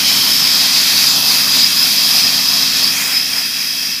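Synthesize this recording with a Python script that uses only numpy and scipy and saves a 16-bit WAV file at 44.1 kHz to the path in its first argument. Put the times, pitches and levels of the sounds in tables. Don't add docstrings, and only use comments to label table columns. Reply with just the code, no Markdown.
import sys
import numpy as np
from scipy import signal
from scipy.fft import rfft, irfft, next_fast_len
from scipy.io import wavfile
from scipy.ndimage import uniform_filter1d, map_coordinates

SR = 44100
rng = np.random.default_rng(int(sys.argv[2]) if len(sys.argv) > 2 else 0)


def output_pcm(signal):
    pcm = np.clip(np.atleast_2d(signal).T, -1, 1) * 32767
    wavfile.write(sys.argv[1], SR, np.round(pcm).astype(np.int16))


N = 176400
T = np.arange(N) / SR


def air_hiss():
    # (time [s], relative level [dB])
    hiss_fader = [(0.0, -18), (0.03, -21.5), (0.07, -15), (0.33, -20), (0.51, -16.5), (1.1, -15),
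                  (1.21, -19.5), (1.29, -16.5), (1.5, -19.5), (1.61, -14), (1.64, -19.5), (2.21, -16.5),
                  (2.22, -19.5), (2.81, -19), (2.83, -22), (2.97, -26.5), (3.97, -30.5), (4.0, -33)]
    # (frequency [Hz], relative level [dB])
    hiss_eq = [(1500, -36.5), (3000, -11.5), (3600, -6), (3950, -1.5), (4200, -4.5), (4550, 2),
               (4850, -0.5), (5500, -7.5), (6300, -9), (7200, -13), (8300, -20.5), (12000, -38)]
    return amp(curve(hiss_fader) + 2) * rush(hiss_eq, patchy_db=1)


def air_whine():
    # (time [s], relative level [dB])
    whine_fader = [(0.0, -28), (0.09, -16.5), (0.31, -19.5), (0.39, -14.5), (0.87, -20), (1.09, -17.5),
                   (1.21, -22), (1.26, -16.5), (1.6, -18), (1.64, -12.5), (1.7, -22.5), (1.83, -12.5),
                   (1.88, -25), (1.92, -18), (2.25, -15.5), (2.31, -21.5), (2.49, -15.5), (2.68, -21),
                   (2.88, -17.5), (2.95, -27.5), (3.2, -15.5), (3.22, -21), (3.98, -23), (4.0, -35)]
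    # (time [s], frequency [Hz])
    whine_pitch = [(0, 5140), (.25, 5150), (.5, 5100), (.76, 5010), (1.4, 4976), (2.2, 5033), (3.2, 5056),
                   (4, 5016)]
    # (time [s], relative level [dB])
    skirt_fader = [(0, -19), (.1, -22.5), (1.05, -21), (1.2, -22), (2.2, -21), (2.8, -23.5), (2.95, -23.5),
                   (3.15, -25.5), (3.9, -24), (4, -29)]
    # (frequency [Hz], relative level [dB])
    skirt_eq = [(3000, -32.5), (4300, -11), (4750, -3.5), (5200, -9.5), (5450, 0.5), (5800, -4.5),
                (6600, -16.5), (9000, -45)]
    centre_hz = curve(whine_pitch) + 30 * wobble(25)
    whine = amp(curve(whine_fader) + .5) * resonance(centre_hz, half_width_hz=135)
    skirt = amp(curve(skirt_fader)) * rush(skirt_eq, patchy_db=.8)
    return whine + skirt


def jet_fizz():
    # (time [s], relative level [dB])
    fizz_fader = [(0, -23), (.25, -21.2), (.45, -23), (.7, -23), (1.02, -19), (1.15, -22.5), (1.3, -19.5),
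                  (1.48, -22.4), (1.7, -23), (1.8, -20), (2.05, -21.5), (2.16, -19), (2.25, -24.5),
                  (2.55, -22), (2.67, -25), (2.9, -25), (3.11, -26.5), (3.22, -29), (3.37, -27.5),
                  (3.45, -29), (3.88, -28), (4, -31.5)]
    # (frequency [Hz], relative level [dB])
    fizz_eq = [(3000, -25), (6000, -20), (7500, -7), (8700, -5), (9400, 1.5), (10100, -0.5), (11000, 3.5),
               (13000, 3), (15400, -1.5)]
    return amp(curve(fizz_fader) + .5) * rush(fizz_eq, patchy_db=.7)


def casing():
    # (time [s], relative level [dB])
    noise_fader = [(0, -23), (.12, -21), (.25, -24), (.45, -22), (.68, -21), (1.05, -21.5), (1.2, -39),
                   (1.32, -22), (1.7, -23.5), (2.3, -24), (2.5, -27), (2.9, -25.5), (3.0, -20.5),
                   (3.15, -21.5), (3.25, -29), (3.38, -23.5), (3.55, -27), (4, -29.5)]
    # (frequency [Hz], relative level [dB])
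    noise_eq = [(700, -34), (1400, -6.5), (1800, -3.5), (2100, 0.5), (2450, 4), (2950, -7.5), (3500, -8),
                (4300, -14.5), (6000, -9)]
    # (frequency [Hz], half-width [Hz], level [dB], early trim [dB], late trim [dB])
    modes = [(1818, 150, -35.5, -2, -2.5), (2611, 112, -29.5, -4.5, -3), (3097, 100, -41, 16.5, -4),
             (3257, 115, -28, 0.5, -3.5), (3860, 92, -35.5, -10, -1.5)]
    early = np.interp(T, [.2, .65], [1, 0])
    late = np.interp(T, [2.85, 3.58], [0, 1])
    rings = sum(amp(db + early * early_db + late * late_db) * resonance(hz, half_width_hz)
                for hz, half_width_hz, db, early_db, late_db in modes)
    return amp(curve(noise_fader)) * rush(noise_eq, patchy_db=1.56) + rings


def swish():
    # (time [s], centre [Hz], level [dB])
    sweep = [(2.74, 4400, -42), (2.85, 4600, -17), (2.9, 4750, -22), (2.95, 6100, -25), (3.0, 6700, -25),
             (3.08, 7300, -31), (3.2, 7940, -50)]
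    times, hz, db = np.transpose(sweep)
    centre_hz = np.interp(T, times, hz)
    narrow = resonance(centre_hz, half_width_hz=260)
    wide = resonance(centre_hz, half_width_hz=800)
    spread = np.interp(centre_hz, [4800, 6000], [0, 1])
    band = np.sqrt(1 - spread) * narrow + np.sqrt(spread) * wide
    return amp(np.interp(T, times, db, left=-120, right=-120)) * band


def shafts():
    # (time [s], frequency [Hz])
    order_14_pitch = [(0, 266.5), (.45, 268.3), (.75, 266), (2.3, 265.8), (3.8, 266.3), (4, 267.5)]
    cycle_hz, rotor_hz = curve(order_14_pitch) / 14, 28.93
    drift = 1 + .002 * wobble(5.12)
    return np.cumsum(cycle_hz * drift) / SR, np.cumsum(rotor_hz * drift) / SR


def machine_drone(cycles, turns):
    # (order [multiple of the cycle rate], relative level [dB])
    engine_orders = [(3, -32), (5, -23), (6, -13), (8, -4.5), (9, -7.5), (10, -11.5), (11, -8), (13, -4.5),
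                     (14, 0.5), (16, -14.5), (18, -11), (19, -15.5), (24, -16.5)]
    # (order [multiple of the rotor rate], relative level [dB])
    rotor_orders = [(2, -53), (3, -12.5), (4, -16), (6, -24), (7, -4.5), (12, -17)]
    # (frequency [Hz], relative level [dB])
    exhaust_eq = [(20, -48), (45, -42), (60, -26), (76, -8), (100, -6), (165, 4), (230, 3.5), (300, 0.5),
                  (420, -9.5), (800, -19.5)]
    # (time [s], gain [dB])
    drone_fader = [(0, 1), (1.1, 0), (2.0, 0), (2.7, 0), (2.95, -1), (3.2, -5.5), (3.6, -5.5), (4, -9)]
    engine = amp(-39.5) * shaft_tones(cycles, engine_orders)
    compressor = amp(-38.5) * shaft_tones(turns, rotor_orders)
    puffs = throb(cycles, depth=.7) * amp(2.4 * wobble(16))
    exhaust = amp(-38) * unit(rush(exhaust_eq, patchy_db=.5) * puffs)
    return amp(curve(drone_fader)) * (engine + compressor + exhaust)


def machine_roar(cycles):
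    # (time [s], relative level [dB])
    roar_fader = [(0, -30), (.12, -27.5), (.33, -31.5), (.42, -30), (.7, -28.5), (1.08, -29), (1.22, -30.5),
                  (1.31, -27), (1.42, -31.5), (1.58, -29.5), (1.7, -33.5), (1.8, -29.5), (1.95, -31.5),
                  (2.33, -30.5), (2.45, -33), (2.6, -32), (2.75, -32), (3.1, -32.5), (3.27, -37.5),
                  (3.36, -34), (3.46, -37.5), (3.58, -37), (4, -42)]
    # (frequency [Hz], relative level [dB])
    roar_eq = [(200, -25), (420, -7), (560, -6), (680, -0.5), (850, -2.5), (1050, 2), (1400, -0.5),
               (2200, -6.5), (5000, -40)]
    roar = unit(rush(roar_eq, patchy_db=1.7) * throb(cycles, depth=.064))
    return amp(curve(roar_fader) - .5) * roar


def rush(eq, patchy_db):
    spectrogram = signal.stft(rng.standard_normal(N), nperseg=512)[2]
    patches = uniform_filter1d(rng.standard_normal(spectrogram.shape), 8, axis=0)
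    patches = unit(uniform_filter1d(patches, 12, axis=1))
    noise = signal.istft(spectrogram * amp(patchy_db * patches), nperseg=512)[1][:N]
    hz, db = np.transpose(eq)
    return unit(filtered(noise, lambda f: amp(np.interp(np.log(f + 1), np.log(hz), db))))


def resonance(hz, half_width_hz):
    slow_noise = filtered(rng.standard_normal((2, N)), lambda f: 1 / (1 + (f / half_width_hz) ** 2))
    phase = 2 * np.pi * np.cumsum(hz * np.ones(N)) / SR
    return unit(slow_noise[0] * np.cos(phase) + slow_noise[1] * np.sin(phase))


def shaft_tones(turns, orders):
    return sum(np.sqrt(2) * amp(db) * np.sin(2 * np.pi * (order * turns + rng.random()))
               for order, db in orders)


def throb(cycles, depth):
    return 1 + depth * np.cos(2 * np.pi * cycles)


def wobble(rate):
    return map_coordinates(rng.standard_normal(2000), [T * rate + 2], mode="wrap")


def filtered(x, response):
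    size = next_fast_len(N + 8192)
    return irfft(rfft(x, size) * response(np.fft.rfftfreq(size, 1 / SR)), size)[..., :N]


def curve(rows):
    return np.interp(T, *np.transpose(rows))


def amp(db):
    return 10 ** (np.asarray(db) / 20)


def unit(x):
    return x / np.sqrt(np.mean(x ** 2) + 1e-20)


def scene():
    flutter = amp(.55 * wobble(14) + .25 * wobble(45))
    cycles, turns = shafts()
    machine = machine_drone(cycles, turns) + machine_roar(cycles)
    air = air_hiss() + air_whine() + jet_fizz() + casing() + swish()
    mono = flutter * (air + machine)
    return np.array([mono, mono])


def record(dry):
    ceiling, low_cut_hz, top_hz = .93, 72, 15500
    rounded = dry / (1 + np.abs(dry / ceiling) ** 12) ** (1 / 12)
    return filtered(rounded, lambda hz: (hz < top_hz) * np.sqrt(1 - 1 / (1 + (hz / low_cut_hz) ** 6)))


dry = scene()
out = record(dry)
output_pcm(out)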